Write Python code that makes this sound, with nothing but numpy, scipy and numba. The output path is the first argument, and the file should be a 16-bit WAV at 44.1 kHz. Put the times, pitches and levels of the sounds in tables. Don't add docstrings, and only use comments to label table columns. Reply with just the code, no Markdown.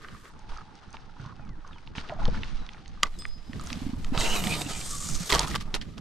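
import sys
import numpy as np
from scipy import signal
from scipy.io import wavfile
from scipy.ndimage import uniform_filter1d
from numba import njit

SR = 44100
rng = np.random.default_rng(int(sys.argv[2]) if len(sys.argv) > 2 else 0)


def persist_wave(psi):
    counts = np.round(np.clip(psi, -1, 1) * 32767).astype(np.int16)
    wavfile.write(sys.argv[1], SR, np.atleast_2d(counts).T)


N = 264688

SLOW_FROM_S, SLOW_TO_S, SLOW_SPEED = 0.3, 3.0, 0.699
TICK_T60_S, TICK_RISE_S, TICK_PAN_DB = 0.013, 0.00044, -3.5
MOUNT_LAG_S = 0.00048


def undb(db):
    return 10 ** (np.asarray(db) / 20)


def unit(x):
    return x / np.sqrt(np.mean(x ** 2))


def pan(left_minus_right_db):
    return undb(np.array([[left_minus_right_db], [-left_minus_right_db]]) / 2)


def curve(table, fade=0.044):
    s, *columns = np.transpose(table)
    t = np.arange(N) / SR
    gate = np.clip(np.minimum(t - s[0], s[-1] - t) / fade + .5, 0, 1)
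    return [np.interp(t, s, c) for c in columns] + [gate]


def band(x, lo_hz, hi_hz, order=2):
    return signal.sosfilt(signal.butter(order, [lo_hz, hi_hz], "bandpass", fs=SR, output="sos"), x)


def peak(x, hz, width):
    return signal.lfilter(*signal.iirpeak(hz, hz / width, fs=SR), x)


@njit
def svf(x, hz, width):
    y, band_state, low_state = np.empty(len(x)), 0., 0.
    for i in range(len(x)):
        g, damping = np.tan(np.pi * hz[i] / SR), width / hz[i]
        v = (band_state + g * (x[i] - low_state)) / (1 + g * (g + damping))
        band_state = 2 * v - band_state
        low_state += 2 * g * v
        y[i] = damping * v
    return y


def walk(rate):
    hold = int(SR / rate)
    steps = np.repeat(rng.standard_normal(N // hold + 1), hold)
    return 1.113 * uniform_filter1d(uniform_filter1d(steps, hold), hold)[:N]


def pair(side):
    mid, other = rng.standard_normal((2, N))
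    return np.array([mid + side * other, mid - side * other])


def grit(rate, spread_db, length_s):
    sizes = undb(spread_db * np.minimum(rng.exponential(size=N), 4.5))
    spikes = (rng.random(N) < rate / SR) * sizes
    energy = signal.lfilter([1], [1, -np.exp(-1 / (length_s * SR))], spikes ** 2)
    return unit(np.sqrt(energy + 0.0012))


def speed_at(s):
    return np.where((s > SLOW_FROM_S) & (s < SLOW_TO_S), SLOW_SPEED, 1.)


def ring(hz, t60, phase=0.):
    t = np.arange(int((t60 + .01) * SR)) / SR
    return np.sin(2 * np.pi * hz * t + phase) * 1000 ** (-t / t60)


def rise(sound, rise_s):
    return sound * np.minimum(np.arange(len(sound)) / (rise_s * SR), 1)


def mix(sounds):
    out = np.zeros(max(len(x) for x in sounds))
    for x in sounds:
        out[:len(x)] += x
    return out


def add(out, s, peak_db, sound, pan_db):
    i = int(s * SR)
    sound = sound[:N - i] * undb(peak_db) / np.abs(sound).max()
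    out[:, i:i + len(sound)] += sound * pan(pan_db)


def guide_ringing(flap, t):
    # f/Hz, width/Hz, level/dB
    guide_modes = [(730, 17, -7), (934, 10, 0), (1150, 18, 6.5), (1990, 34, -4), (2510, 94, 2.5),
                   (2810, 99, 6), (3065, 47, 2), (3570, 74, 2.5), (3940, 34, -4), (4380, 39, -18)]
    total = 0
    for hz, width, db in guide_modes:
        gain = undb(db + 7 * walk(28))
        mode_hz = hz * 2 ** (.06 * walk(10))
        total = total + gain * np.array([svf(c, mode_hz, 1. * width) for c in flap])
    return 1.66 * np.exp(-(np.maximum(t - 4.33, 0) / 0.65) ** 2) * total


def cast():
    # t/s, rod thrum level/dB, reel body level/dB, low guide slap level/dB,
    # high guide slap level/dB, lip hiss level/dB, lip resonance f/Hz, top hiss level/dB
    line_course = [(4.11, -59, -61, -65, -69, -69, 7240, -73),
                   (4.15, -35.5, -46, -41.5, -44, -58, 7200, -64),
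                   (4.2, -30, -42, -32, -30, -34.5, 7700, -46),
                   (4.25, -33, -47, -32, -31.5, -34.5, 6800, -45),
                   (4.29, -36, -36, -39, -38, -38, 6250, -49),
                   (4.36, -36, -41, -34.5, -37.5, -37, 6900, -41),
                   (4.42, -39, -45, -37, -40, -40.5, 7400, -41.5),
                   (4.49, -38.5, -50, -37.5, -36.5, -37.5, 8300, -44),
                   (4.54, -39.5, -54, -34.5, -34, -38.5, 8600, -48),
                   (4.59, -40.5, -50, -43.5, -42.5, -40, 8200, -46),
                   (4.74, -43, -44.5, -41, -39.5, -41.5, 7100, -60),
                   (4.78, -46, -52, -46, -44, -39.5, 7700, -55),
                   (4.86, -49.5, -51.5, -53, -43.5, -39, 8150, -57),
                   (4.9, -54, -46.5, -53, -45, -38.5, 7800, -60),
                   (5.03, -56, -43.5, -64, -46, -38, 7560, -58),
                   (5.1, -52, -48, -44, -47, -36.5, 6800, -55),
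                   (5.23, -45.5, -42.5, -43, -39.5, -40, 5900, -49),
                   (5.3, -47, -53, -50, -40, -42, 6600, -42)]
    coil_from_s, coil_hz_start, coil_slowing_s = 4.33, 210, 0.81
    hum_db, hum_to_s, hum_fade_s = -41.5, 4.65, 0.048
    lip_focus = 2.1
    rod_db, body_db, slap_db, high_db, lip_db, lip_hz, top_db, gate = curve(line_course)
    t = np.arange(N) / SR

    coil_hz = coil_hz_start * np.exp(-np.maximum(t - coil_from_s, 0) / coil_slowing_s)
    turn = 2 * np.pi * np.cumsum(coil_hz * (1 + 0.0299 * walk(40))) / SR
    outside_s = np.maximum(np.maximum(coil_from_s - t, t - hum_to_s), 0)
    hum = undb(hum_db) * np.exp(-outside_s / hum_fade_s)
    flap = grit(890, 1.7, 0.0046) * (1 + 0.1 * np.sin(turn)) * undb(2.0 * walk(45))

    rods = pair(0.37) * flap
    rods += guide_ringing(rods, t)
    low = unit(band(rods, 220, 1130)) * undb(rod_db)
    low += unit(peak(band(rods, 980, 1840), 1208, 97)) * undb(body_db)
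    for lo_hz, hi_hz, db in [(2240, 2860, slap_db), (3140, 4900, high_db)]:
        low += unit(band(rods, lo_hz, hi_hz)) * undb(db + 1.66 * walk(22.02))
    low += np.sqrt(2) * hum * (np.sin(turn) + 0.41 * np.sin(2 * turn))
    low[0] = np.roll(low[0], 1)

    brush = pair(0.22) * flap
    lip = band(brush, 4940, 9300) + lip_focus * np.array([svf(c, lip_hz, 2400.0) for c in brush])
    lip /= np.sqrt(uniform_filter1d(np.mean(lip ** 2, axis=0), int(.08 * SR)))
    lip *= undb(lip_db + 1.0 * walk(35))
    top = unit(band(pair(0.72) * flap, 10500, 13000)) * undb(top_db)
    return gate * (low * pan(-2.2) + lip + top * pan(2.8))


def bail():
    # f/Hz, level/dB, t60/s
    bail_modes = [(665, -14.5, .012), (1226, -6.5, 0.033), (1970, -3, 0.012), (2940, -2, 0.0095),
                  (3110, -5.5, 0.009), (4760, -4, 0.0081), (5900, -7, 0.0096), (6980, -3.5, 0.0083),
                  (7900, -11.5, 0.0073), (9620, -16.5, 0.0083), (11340, -19, 0.01)]
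    out = np.zeros((2, N))
    snap = mix([undb(db) * ring(hz, t60) for hz, db, t60 in bail_modes])
    add(out, 3.0316, -2, -rise(snap, TICK_RISE_S), -1.2)
    return out


def faint_ticks(count):
    s, size, pitch = rng.random((count, 3)).T
    peak_db = -53 + 4.5 * size
    centre_hz = 1700 * 2 ** (1.4 * pitch ** 2)
    return list(zip(s * (N / SR - .05), peak_db, centre_hz, np.full(count, -13)))


def ticks():
    # t/s, peak level/dB, centre f/Hz, body knock minus peak level/dB
    tick_rows = [(0.0466, -36.5, 1650, -4), (0.0855, -34.5, 2300, -7), (0.1486, -45, 1670, 6.5),
                 (0.2548, -41, 1960, -3), (0.3925, -45.5, 6240, -1), (0.4953, -53, 1700, 0),
                 (0.5197, -42, 3030, -2), (0.5741, -36.5, 3900, -5), (0.615, -53, 2000, 8),
                 (0.754, -45.5, 5130, -7), (0.79, -49, 2300, -30), (0.906, -48, 6500, -30),
                 (0.9288, -38.5, 6410, -30), (0.942, -41, 1500, -12), (0.9687, -34.5, 2100, -11),
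                 (1.214, -48, 5470, -30), (1.261, -40.5, 4200, -30), (1.452, -53, 7000, -30),
                 (1.492, -43, 3550, -20), (1.676, -42.5, 5270, -21), (1.732, -39, 2130, -25),
                 (1.7838, -41, 2620, -9), (1.8747, -35, 2670, -8), (1.953, -32, 1800, -6.5),
                 (1.9824, -23.5, 2140, -12), (2.075, -47, 4000, -30), (2.0895, -35, 2310, -18),
                 (2.0954, -27.5, 1760, -10), (2.137, -47, 4770, -30), (2.2543, -22, 2920, -17),
                 (2.2792, -32.5, 3500, -5), (2.3, -39, 4000, -30), (2.352, -36, 2300, -20),
                 (2.4338, -21, 2160, -20), (2.665, -38, 3600, -30), (2.6908, -30, 2170, -20),
                 (2.734, -39, 3580, -30), (2.746, -42, 1500, -2), (2.785, -49, 2800, -20),
                 (2.8207, -56, 4500, -13), (2.8591, -37, 2770, -25), (2.8792, -38.5, 4800, -31),
                 (2.891, -50, 6500, -31), (2.942, -50, 2870, -1), (3.0285, -33, 3000, 0),
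                 (3.0335, -15, 3000, -30), (3.0375, -21.5, 4140, -21), (3.057, -40, 2800, -20),
                 (3.0691, -40, 3500, -20), (3.141, -43, 2060, -24), (3.189, -37, 6540, -30),
                 (3.2217, -32.5, 3200, -9), (3.253, -22, 1920, -12.5), (3.264, -43, 6500, -30),
                 (3.283, -47, 6500, -30), (3.5324, -31.5, 2010, -22), (3.5965, -33.5, 3500, 1),
                 (3.6122, -35.5, 6800, -2.5), (3.638, -38, 8500, -6), (3.6626, -38, 6500, -25),
                 (3.6715, -29, 4700, -11), (3.703, -26.5, 2680, -10), (3.717, -46, 4800, -25),
                 (3.7296, -21, 3830, -37), (3.756, -38, 3500, -25), (3.898, -56, 5500, -25),
                 (4.0458, -29, 2600, -10), (4.0465, -33.5, 5700, -30), (4.1769, -15, 3400, -9.5),
                 (4.187, -32, 6940, -25), (4.2078, -16.5, 3570, -21), (4.3121, -33, 2540, -22),
                 (4.4398, -20, 2960, -20), (4.471, -18, 2810, -31), (4.6182, -20, 3720, -33),
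                 (4.8125, -26, 3600, -24), (5.089, -22, 6350, -12), (5.1522, -24.5, 4850, -21),
                 (5.3019, -16, 3100, -16), (5.3162, -15, 4200, -10), (5.3237, -9.5, 2670, -31),
                 (5.328, -8.5, 2900, -31), (5.3325, -23, 2600, -31), (5.344, -14, 3620, -31),
                 (5.3375, -15, 2940, -6), (5.3498, -10.5, 4040, -12), (5.356, -17, 2510, -20),
                 (5.361, -30, 2500, -25), (5.367, -23, 3000, -25), (5.384, -24, 3300, -28),
                 (5.3935, -7, 3900, -33), (5.3952, -7.5, 6400, -31), (5.406, -23, 3900, -25),
                 (5.415, -23, 2800, -30), (5.4311, -24, 3770, -14), (5.4745, -29, 4010, -5),
                 (5.4824, -25, 5930, -14), (5.503, -31, 4500, -30), (5.51, -29, 5200, -30),
                 (5.5027, -42, 1860, -15), (5.5443, -25, 1870, -4), (5.5522, -26.5, 2220, -0.5),
                 (5.559, -18.5, 3320, -2), (5.6112, -30.5, 3840, -3), (5.7425, -12.5, 3260, -38),
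                 (5.752, -35, 1860, -32), (5.8139, -25, 2860, -22), (5.9803, -33.5, 3400, -15)]
    # f/Hz, level/dB, longest t60/s; of the first, the body knock, only f is used
    reel_modes = [(1250, -15.5, 0.034), (1915, 9, 0.022), (3180, 9, 0.034), (4380, 22, 0.0037),
                  (4400, -2.5, 0.056), (6680, 17, 0.035), (9080, 19.5, 0.017)]
    out = np.zeros((2, N))
    rows = tick_rows + faint_ticks(count=45)
    chance = rng.random((len(rows), len(reel_modes)))
    for (s, db, hz, body_db), luck in zip(rows, chance):
        slow = speed_at(s)
        crack = band(rng.standard_normal(3000), hz / 1.6, min(hz * 1.6, 11000.), order=3)
        crack *= 1000 ** (-np.arange(3000) / SR / (0.63 * TICK_T60_S))
        rings = []
        for (f, level_db, t60), u in zip(reel_modes[1:], luck[1:]):
            mode = ring(f * slow * (1 + 0.1 * (u - .5)), min(t60, 1.1 * TICK_T60_S), 2 * np.pi * u)
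            distance_octaves = np.log2(f * slow / hz)
            rings.append(undb(level_db - 33.0 * distance_octaves ** 2) * mode)
        modes = mix(rings)
        tick = mix([crack / np.abs(crack).max(), 0.73 * modes / np.abs(modes).max()])
        add(out, s - .0005, db, rise(tick, TICK_RISE_S), TICK_PAN_DB)
        knock_hz = reel_modes[0][0] * slow * (0.932 + 0.13 * luck[0])
        add(out, s + 0.0004, db + body_db, ring(knock_hz, 2.0 * TICK_T60_S), TICK_PAN_DB)
    return out


def knocks():
    # t/s, peak level/dB, lower mode f/Hz
    knock_rows = [(0.496, -41.5, 960), (0.52, -39, 1180), (0.533, -40, 970), (0.566, -37, 1310),
                  (0.584, -34.5, 1260), (0.609, -40.5, 1300), (0.616, -43, 1230), (0.944, -34.5, 897),
                  (1.095, -49, 1380), (1.167, -43, 970), (1.197, -42, 1470), (1.227, -48, 1460),
                  (1.251, -40.5, 1075), (1.261, -45, 1450), (1.275, -43, 1060), (1.295, -41.5, 1120),
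                  (1.308, -43, 1260), (1.324, -40.5, 1070), (1.395, -45.5, 1410), (1.396, -44, 670),
                  (1.47, -48, 1240), (1.492, -47, 1140), (1.648, -38.5, 1140), (1.671, -47, 1040),
                  (1.692, -45, 1040), (1.71, -43, 1290), (1.761, -43.5, 970), (2.105, -42, 1450),
                  (2.375, -35.5, 1750), (2.975, -45.5, 1190), (2.993, -54, 1250), (3.038, -20.5, 1154),
                  (3.057, -32.5, 2000), (3.062, -34.5, 1185), (4.212, -25, 2020), (4.262, -24.5, 2410),
                  (4.345, -32, 2610), (4.365, -29, 1140), (4.52, -30, 2570), (4.665, -31, 2770),
                  (4.815, -35, 2370), (5.3, -32, 1210), (5.308, -24.5, 1130), (5.323, -20, 1010),
                  (5.334, -18.5, 960), (5.344, -24, 1150), (5.35, -21, 930), (5.357, -21, 1110),
                  (5.366, -21, 1150), (5.395, -26, 920), (5.403, -26, 955), (5.413, -25, 980),
                  (5.433, -32, 990), (5.446, -29, 980), (5.462, -32, 1040), (5.476, -37, 1270),
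                  (5.51, -35, 1280), (5.514, -34, 1880), (5.556, -26, 1217)]
    rise_s, t60_s = 0.0012, 0.03
    out = np.zeros((2, N))
    for s, db, hz in knock_rows:
        knock = mix([ring(hz, t60_s), 0.45 * ring(1.28 * hz, 0.88 * t60_s)])
        add(out, s - .001, db, rise(knock, rise_s), TICK_PAN_DB)
    return out


def rub_gains():
    # t/s, body level/dB, scratch level/dB, sizzle level/dB
    steady_rub = [(0.0, -52, -57.5, -64), (0.33, -58, -64, -62.5), (0.37, -58.5, -63.5, -73),
                  (1.3, -57, -62, -76.5), (1.4, -59, -67.5, -79), (1.93, -60.5, -64.5, -75),
                  (2.05, -48.5, -54, -85), (2.2, -49, -56.5, -82), (2.38, -51.5, -51, -76),
                  (2.5, -53.5, -53, -74), (2.76, -55, -59, -67), (2.87, -63.5, -61.5, -82),
                  (3.1, -61.5, -61, -66.5), (3.41, -63, -63, -70), (3.7, -50, -49, -51.5),
                  (3.93, -56, -56.5, -61.5), (4.13, -54.5, -56.5, -62), (5.5, -59.5, -48, -58),
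                  (5.7, -52, -61, -65.5), (6.0, -74, -62, -69)]
    # t/s, length/s, body level/dB, scratch level/dB, sizzle level/dB
    rub_bursts = [(0.035, 0.13, -50, -69, -74), (0.239, 0.06, -50, -74, -72), (0.49, 0.13, -52, -54.5, -61),
                  (0.937, 0.016, -49, -54, -77), (1.197, 0.11, -57, -60.5, -84),
                  (1.662, 0.27, -55.5, -64.5, -72), (1.953, 0.058, -46, -40, -76),
                  (2.091, 0.017, -40, -71, -80), (2.197, 0.14, -43.5, -56, -65),
                  (2.326, 0.043, -45, -52, -82), (2.443, 0.011, -48, -51, -72),
                  (3.042, 0.03, -45, -50, -65), (5.294, 0.013, -33, -30, -33),
                  (5.321, 0.042, -27, -28, -29.5), (5.375, 0.075, -33.5, -33.5, -39.5),
                  (5.468, 0.07, -43.5, -42.5, -43), (5.551, 0.0042, -36, -32, -35),
                  (5.604, 0.015, -61, -42, -47.5), (5.743, 0.0078, -32.5, -28, -34),
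                  (5.813, 0.0083, -53, -43, -66), (5.978, 0.0054, -40, -47.5, -56)]
    attack_s, sag_db_per_s, release_db_per_s = 0.01, 59, 854
    t = np.arange(N) / SR
    power = undb(curve(steady_rub)[:-1]) ** 2
    for s, length, *db in rub_bursts:
        fall_db = sag_db_per_s * (t - s) + release_db_per_s * np.maximum(t - s - length, 0)
        shape = np.clip((t - s) / attack_s + .5, 0, 1) * undb(-np.maximum(fall_db, 0))
        power = power + np.outer(undb(db), shape) ** 2
    return np.sqrt(power)


def rubbing():
    winding_to_s, gear_hz, grip_hz = 3.0, 1630, 823
    coarse, fine = grit(450, 3.15, 0.0076), grit(1500, 1.0, 0.001)
    t = np.arange(N) / SR
    centre_hz = np.where(t < winding_to_s, gear_hz * speed_at(t), grip_hz)
    detune = np.repeat(np.clip(rng.standard_normal(N // 512 + 1), -2, 2), 512)[:N]
    knock_hz = centre_hz * 2 ** (0.3 * detune)

    body = []
    for grains in pair(0.52) * coarse:
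        broad = svf(svf(grains, centre_hz, 1730.0), centre_hz, 1700.0)
        body.append(broad + svf(grains, knock_hz, 230.0))
    body = signal.sosfilt(signal.butter(4, 1750, fs=SR, output="sos"), np.array(body))
    body = unit(body + 1.16 * band(pair(0.17), 270, 510))
    scratch = unit(band(pair(0.54) * (fine + 0.58 * coarse), 1200, 4760)) * undb(2.0 * walk(40))
    sizzle = unit(band(pair(0.76) * fine, 3050, 12100)) * undb(1.9 * walk(16))
    return sum(layer * gain for layer, gain in zip((body, scratch, sizzle), rub_gains()))


def thumps():
    # t/s, peak level/dB, f/Hz, t60/s
    thump_rows = [(0.88, -40, 107, 0.085), (1.2, -33.5, 131, 0.071), (1.23, -34.5, 121, 0.086),
                  (1.263, -34.5, 139, 0.076), (1.396, -36.5, 130, 0.093), (1.584, -44, 311, 0.088),
                  (1.981, -26, 243, 0.018), (2.103, -33.5, 135, 0.062), (2.16, -46, 181, 0.052),
                  (2.201, -37, 174, 0.038), (2.281, -22.5, 194, 0.049), (2.286, -29, 77, 0.22),
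                  (3.031, -31.5, 196, 0.057), (3.497, -29, 254, 0.05), (3.618, -33, 189, 0.029),
                  (3.645, -34, 169, 0.046), (3.72, -30, 234, 0.092), (3.76, -27.5, 200, 0.036),
                  (3.772, -26.5, 232, 0.041), (3.82, -25.5, 266, 0.041), (3.866, -23.5, 270, 0.066),
                  (3.895, -25.5, 256, 0.038), (3.934, -22, 251, 0.05), (4.123, -19.5, 259, 0.051),
                  (4.174, -21, 174, 0.053), (4.466, -19, 202, 0.066), (4.663, -28.5, 285, 0.095),
                  (4.705, -32, 199, 0.037), (5.206, -25.5, 174, 0.1), (5.325, -26, 44.7, 0.66),
                  (5.327, -20, 412, 0.11), (5.337, -21.5, 392, 0.037), (5.346, -33, 232, 0.07),
                  (5.362, -35, 183, 0.062), (5.402, -38, 154, 0.095), (5.656, -35, 176, 0.095),
                  (5.742, -28, 424, 0.086)]
    push = np.hanning(int(0.0037 * SR))
    out = np.zeros((2, N))
    for s, db, hz, t60 in thump_rows:
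        add(out, s - .003, db, signal.fftconvolve(ring(hz, t60), push), -4.5)
    out[0] = np.roll(out[0], int(MOUNT_LAG_S * SR))
    return out


def plops():
    # t/s, peak level/dB, starting f/Hz, t60/s
    plop_rows = [(2.096, -30.5, 728, 0.052), (2.12, -25.5, 640, 0.059), (2.163, -37, 760, 0.05),
                 (2.187, -32, 693, 0.064), (2.217, -29.5, 857, 0.096), (2.258, -31, 854, 0.03),
                 (2.28, -26, 517, 0.044), (2.343, -34, 1473, 0.049)]
    rise_s, half_bend = 0.0051, -0.09
    out = np.zeros((2, N))
    for s, db, hz, t60 in plop_rows:
        age = np.arange(int((t60 + .01) * SR)) / SR
        bend = 2 * np.pi * hz * half_bend * age ** 2 / t60
        plop = ring(hz, t60, bend)
        plop += 0.51 * ring(1.17 * hz, t60, -bend)
        plop += 0.18 * ring(1.6 * hz, t60, bend)
        add(out, s - .002, db, plop * np.minimum(age / rise_s, 1) ** 2, -1.5)
    return out


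def chinks():
    # t/s, peak level/dB
    chink_rows = [(3.13, -83), (3.188, -36)]
    # f/Hz, level/dB, t60/s
    metal_modes = [(3467, -8, .42), (5035, 0, .85), (5041.3, -5, .85), (8107, -1, .25), (12030, -8, .09)]
    out = np.zeros((2, N))
    for s, db in chink_rows:
        chink = mix([undb(level_db) * ring(hz, t60) for hz, level_db, t60 in metal_modes])
        add(out, s - .004, db, rise(chink, .012), 0.1)
    return out


def wind():
    # t/s, rumble level/dB, flutter level/dB
    wind_course = [(0.0, -44, -46.5), (0.23, -58.5, -52), (0.53, -34, -56.5), (0.67, -57.5, -52.5),
                   (1.12, -42, -53.5), (1.22, -53, -50), (1.5, -39.5, -44.5), (1.65, -43, -54),
                   (2.14, -46, -49.5), (2.24, -17, -40), (2.3, -24.5, -39.5), (2.62, -29.5, -48.5),
                   (2.72, -44, -53), (3.31, -32.5, -48), (3.41, -44.5, -52), (3.55, -44, -41.5),
                   (3.68, -33.5, -42.5), (3.8, -36.5, -44.5), (3.92, -35, -40.5), (4.06, -26, -39.5),
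                   (4.15, -25, -37.5), (4.33, -26.5, -38.5), (4.5, -41, -40.5), (4.8, -37, -43),
                   (5.08, -42, -45.5), (5.15, -23.5, -45), (5.28, -52, -47.5), (5.35, -43, -35.5),
                   (5.6, -35.5, -42), (5.7, -32.5, -45), (5.83, -31.5, -44), (6.0, -64, -48)]
    wind_pan_db, flutter_pan_db = -3, -1.5
    low_db, flutter_db, _ = curve(wind_course)
    rumble = unit(band(pair(0.39), 4.5, 19.1)) * undb(low_db + 1.8 * walk(8.8))
    flutter = band(pair(0.57), 82, 227.7) * pan(flutter_pan_db)
    flutter += 1.52 * band(pair(0.14), 37.6, 79.0)
    flutter = unit(flutter) * undb(flutter_db + 4.8 * walk(30))
    flutter[0] = np.roll(flutter[0], int(MOUNT_LAG_S * SR))
    return (rumble + flutter) * pan(wind_pan_db)


def birds():
    # t/s, f/Hz, level/dB
    bird_calls = [
        [(1.35, 2670, -72), (1.43, 2470, -69), (1.46, 2280, -72), (1.5, 2050, -67), (1.525, 1950, -62),
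         (1.55, 1650, -66), (1.562, 1450, -72)],
        [(1.716, 3860, -64), (1.727, 3711, -59), (1.757, 3100, -60), (1.77, 2990, -61), (1.79, 2930, -65)],
        [(2.57, 4120, -66), (2.59, 3990, -63), (2.66, 3800, -64), (2.68, 3700, -72)],
        [(3.135, 4020, -70), (3.155, 3960, -64), (3.18, 3800, -70)],
        [(3.305, 4150, -70), (3.33, 4450, -68), (3.365, 4820, -70)],
    ]
    out = 0
    for call in bird_calls:
        hz, db, gate = curve(call, fade=0.016)
        whistle = np.sqrt(2) * np.sin(2 * np.pi * np.cumsum(hz) / SR)
        out = out + gate * undb(db + 1.3 * walk(58.6)) * whistle
    return out


def air():
    # t/s, level/dB
    murmur_course = [(0, -60), (.3, -61), (.37, -60), (.45, -58), (.65, -61), (.75, -59), (1.1, -62.5),
                     (1.3, -64.5), (2.0, -71), (2.6, -62), (3.0, -69.5), (3.5, -70), (5.6, -61), (6.0, -63)]
    hiss = band(pair(0.38), 460, 1400, order=1)
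    murmur_hz = 1195 * speed_at(np.arange(N) / SR) * 2 ** (0.05 * walk(12))
    murmur = np.array([svf(svf(c, murmur_hz, 150.0), murmur_hz, 150.0) for c in hiss])
    murmur_db = curve(murmur_course)[0] + 2.6 * walk(9)
    return unit(hiss) * undb(-73.5) + unit(murmur) * undb(murmur_db)


def scene():
    reel = cast() + bail() + ticks() + knocks() + rubbing()
    return reel + thumps() + plops() + chinks() + wind() + birds() + air()


def housing(x, speed):
    # f/Hz, width/Hz, share added (a minus is a notch)
    housing_modes = [(1200, 8.5, -0.11), (1800, 41, 0.28), (2050, 63, 0.34), (10490, 1110, -0.75),
                     (12340, 4000, -0.29)]
    for hz, width, share in housing_modes:
        x = x + share * peak(x, hz * speed, width * speed)
    return signal.sosfilt(signal.butter(6, 13000 * speed, fs=SR, output="sos"), x)


def record(dry):
    slow = uniform_filter1d(1. * (speed_at(np.arange(N) / SR) < 1), int(0.015 * SR))
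    wet = slow * housing(dry, SLOW_SPEED) + (1 - slow) * housing(dry, 1.0)
    rounded = .9 * np.tanh(wet / .9)
    return signal.sosfilt(signal.ellip(10, .2, 80, 15600, fs=SR, output="sos"), rounded)


dry = scene()
out = record(dry)
persist_wave(out)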